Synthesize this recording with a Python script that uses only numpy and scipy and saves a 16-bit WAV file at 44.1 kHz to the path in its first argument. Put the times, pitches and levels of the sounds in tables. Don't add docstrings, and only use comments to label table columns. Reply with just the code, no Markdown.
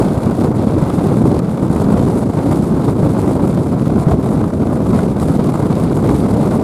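import sys
import numpy as np
from scipy.fft import rfft, irfft, next_fast_len
from scipy.io import wavfile
from scipy.ndimage import uniform_filter1d, minimum_filter1d, map_coordinates

SR = 44100
rng = np.random.default_rng(int(sys.argv[2]) if len(sys.argv) > 2 else 0)


def generate_wav(sig):
    pcm = np.round(np.clip(np.atleast_2d(sig).T, -1, 1) * 32767).astype(np.int16)
    wavfile.write(sys.argv[1], SR, pcm)


N = 292383

# start in seconds, relative level of the low thump in dB, relative level of the slap in dB.
HARD_EDDIES = [(0.669, -4, -16), (0.824, 2, -13), (0.984, -7, -19), (1.169, 1, -13), (1.239, 0.5, -22),
               (1.628, -2.5, -18), (1.701, 3, -17), (1.849, -3, -20), (1.887, 0.5, -15), (2.518, -6, -10.5),
               (3.029, 2, -14.5), (3.395, -10, -13), (3.98, -1, -11.5), (4.067, 8, -15), (4.317, -4, -18),
               (4.932, 0, -11), (5.392, -1, -23), (5.624, -1.5, -18), (5.699, -2, -14)]
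# frequency in Hz, relative level in dB per Hz.
FLUTTER_SPECTRUM = [(80, -29), (220, -9.5), (380, -1.5), (520, -1.5), (720, -4.5), (1000, -8.5),
                    (1300, -13.5), (1520, -18.5), (1750, -29), (2100, -27.5), (2700, -37.5), (5000, -49.5)]
# frequency in Hz, relative level in dB per Hz.
EDGE_SPECTRUM = [(600, -41), (1500, 2), (2200, 3), (2900, -1.5), (3700, 1.5), (4800, -1), (6000, -6.5),
                 (7400, -2), (9000, -1), (10800, -3.5), (12500, -9.5), (15400, -31)]


def amp(db):
    return 10 ** (np.asarray(db) / 20)


def unit(x):
    return x / np.sqrt(np.mean(x ** 2) + 1e-20)


def curves(rows):
    seconds, *columns = np.transpose(rows)
    t = np.arange(N) / SR
    return [np.interp(t, seconds, column) for column in columns]


def wobble(rate):
    knots = rng.standard_normal(N // 8)
    position = np.arange(N) * rate / SR + 2
    return unit(map_coordinates(knots, [position], mode="wrap"))


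def filtered(x, response):
    m = next_fast_len(N + SR // 2)
    spectrum = rfft(x, m) * response(np.fft.rfftfreq(m, 1 / SR))
    return irfft(spectrum, m)[..., :N]


def coloured(x, spectrum):
    f, db = np.transpose(spectrum)
    return unit(filtered(x, lambda hz: amp(np.interp(np.log(hz + 1), np.log(f), db))))


def add(track, s, sound):
    part = track[max(0, round(s * SR)):][:len(sound)]
    part += sound[:len(part)]


def flow():
    # time in seconds, strength in dB.
    strength = [(0, 3), (0.2, -1.5), (0.45, 0.6), (1.35, 0.36), (1.5, -2.5), (1.85, 1.1), (2.14, 0.1),
                (2.26, -3.6), (2.5, 1.7), (2.72, -2.6), (2.88, 2), (2.95, -4), (3.01, 0.0), (3.35, -0.2),
                (3.8, -2.5), (4.12, 2.1), (4.18, -4), (4.28, 0.4), (4.5, -3), (4.88, -1), (4.98, 2.5),
                (5.15, -3.5), (5.22, 0.5), (5.75, 0.5), (6.0, -1.1), (6.08, 3.5), (6.25, 0), (6.4, 2),
                (6.63, -1.3)]
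    gustiness_db, gusts_per_s = 0.5, 20
    slack_db, slack_lead_s, slack_s = 3.5, 0.013, 0.0079
    t = np.arange(N) / SR
    slack = sum(np.exp(-((t - s + slack_lead_s) / slack_s) ** 2) for s, *_ in HARD_EDDIES)
    return curves(strength)[0] + gustiness_db * wobble(gusts_per_s) - slack_db * slack


def stereo_width(flow_db):
    # frequency in Hz, relative level in dB per Hz.
    width_spectrum = [(15, -30), (30, -1), (230, 3), (500, -5), (1140, -4), (2000, -11), (2800, -17),
                      (4000, -15), (6000, -19), (9400, -15.5), (12500, -23), (15000, -33)]
    return amp(flow_db - 53.5) * coloured(rng.standard_normal(N), width_spectrum)


def sea(level_db=-35):
    # frequency in Hz, relative level in dB per Hz.
    wash_spectrum = [(80, -27), (300, 17.5), (1000, 4), (2500, -20.5), (6000, -19), (10000, -20),
                     (15000, -35)]
    surge_db = 0.71 * wobble(1.63)
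    return amp(level_db + surge_db) * coloured(rng.standard_normal(N), wash_spectrum)


def bursts(rows, spectrum, t60, gain_db):
    track, t = np.zeros(N), np.arange(SR // 8) / SR
    for s, db in rows:
        puff = amp(db + gain_db - 60 * t / t60) * rng.standard_normal(len(t))
        add(track, s, puff)
    return np.std(track) * coloured(track, spectrum)


def spits():
    # start in seconds, relative level in dB.
    spit_rows = [(0.2344, -20.5), (1.1697, -23), (1.3917, -15.5), (2.845, -22), (3.3333, -20), (4.09, -27),
                 (5.199, -16), (5.441, -21)]
    return bursts(spit_rows, EDGE_SPECTRUM, t60=0.012, gain_db=-10.5)


def slaps():
    rows = [(s, slap_db) for s, _, slap_db in HARD_EDDIES]
    return bursts(rows, FLUTTER_SPECTRUM, t60=0.082, gain_db=-4.5)


def thumps(port_hz=185, life=0.0067, gain_db=-5):
    track, t = np.zeros(N), np.arange(SR // 10) / SR
    chances = rng.standard_normal((len(HARD_EDDIES), 2))
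    for (s, db, _), (detune, phase) in zip(HARD_EDDIES, chances):
        swell = 2 * t / life * np.exp(1 - 2 * t / life)
        hz = port_hz * np.exp(0.16 * detune)
        add(track, s, amp(db + gain_db) * swell * np.sin(2 * np.pi * hz * t + phase))
    return track


def lulls():
    # centre in seconds, half length in seconds, change of the buffet in dB, of the hiss in dB.
    lull_rows = [(0.21, 0.027, -7.5, -0.5), (0.534, .02, -2.5, -12), (0.905, 0.064, -3, 0),
                 (1.413, .011, -1, -14), (1.585, 0.02, -6, 0), (2.325, .02, -8, 0), (4.051, 0.01, -8, -4),
                 (4.507, .018, -5, 0), (5.578, 0.024, -5.5, 0.5)]
    t = np.arange(N) / SR
    return sum(np.outer(depths, np.exp(-((t - s) / width) ** 2)) for s, width, *depths in lull_rows)


def crackle(rate=35, spread_db=6.0):
    struck = rng.random(N) < rate / SR
    ticks = struck * amp(spread_db * np.clip(rng.standard_normal(N), -2, 2))
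    return unit(filtered(ticks, lambda hz: 1j * hz / (1500 + 1j * hz) / (1 + 1j * hz / 6000)))


def turbulence(spectrum, bursts_db):
    x = coloured(rng.standard_normal(N) * amp(bursts_db), spectrum)
    power = uniform_filter1d(uniform_filter1d(x ** 2, size=SR // 11), size=SR // 20)
    return x / np.sqrt(np.abs(power) + 1e-9)


def wind(flow_db, split_hz=5800):
    # frequency in Hz, relative level in dB per Hz.
    buffet_spectrum = [(10, -42), (25, -29), (40, -19), (62, -8.5), (100, -3.5), (140, 0), (200, -.5),
                       (290, -3.5), (400, -9), (600, -18.5), (1200, -39), (2500, -110)]
    # time in seconds, level in dB.
    treble_drift = [(0, 0.4), (0.95, 0.7), (1.5, -0.6), (2.5, 0.0), (3.6, 0.1), (4.6, -1.0), (5.05, 0.1),
                    (5.6, 0.1), (6.63, 0.5)]
    buffet_lull, hiss_lull = lulls()
    buffet_db = -13 + 0.64 * flow_db + buffet_lull + 1.07 * wobble(18)
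    flutter_db = -24 + 1.28 * flow_db + 1.13 * wobble(30)
    hiss_db = -43 + 1.36 * flow_db + hiss_lull + curves(treble_drift)[0]

    large, medium, small = wobble(60), wobble(140), wobble(650)
    buffet = amp(buffet_db) * turbulence(buffet_spectrum, 0.73 * large + 1.3 * medium)
    fluttering_db = 1.63 * large + 2.25 * medium + 2.0 * small
    flutter = amp(flutter_db) * turbulence(FLUTTER_SPECTRUM, fluttering_db)
    tearing_db = 0.7 * large + 1.53 * medium + 1.44 * small + 0.77 * wobble(70) + 2.8 * wobble(2400)
    hiss = amp(hiss_db) * turbulence(EDGE_SPECTRUM, tearing_db)

    dull = filtered(hiss, lambda hz: 1 / (1 + (hz / split_hz) ** 6))
    bright = hiss - dull
    dull_flicker_db = 1.8 * wobble(220)
    bright_flicker_db = 2.1 * wobble(25) + 1.1 * wobble(500)
    hiss = dull * amp(dull_flicker_db) + bright * amp(bright_flicker_db)
    ticks = amp(hiss_db - 12.0) * crackle()
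    return buffet + flutter + hiss + ticks


def scene():
    flow_db = flow()
    mid = sea() + spits() + slaps() + thumps() + wind(flow_db)
    side = stereo_width(flow_db)
    return np.array([mid + side, mid - side])


def record(dry):
    ceiling, top_hz = 0.97, 15450
    needed = ceiling / np.maximum(np.abs(dry).max(axis=0), ceiling)
    held = minimum_filter1d(needed, size=SR // 150)
    gain = uniform_filter1d(held, size=SR // 150)
    return filtered(dry * gain, lambda hz: hz < top_hz)


dry = scene()
out = record(dry)
generate_wav(out)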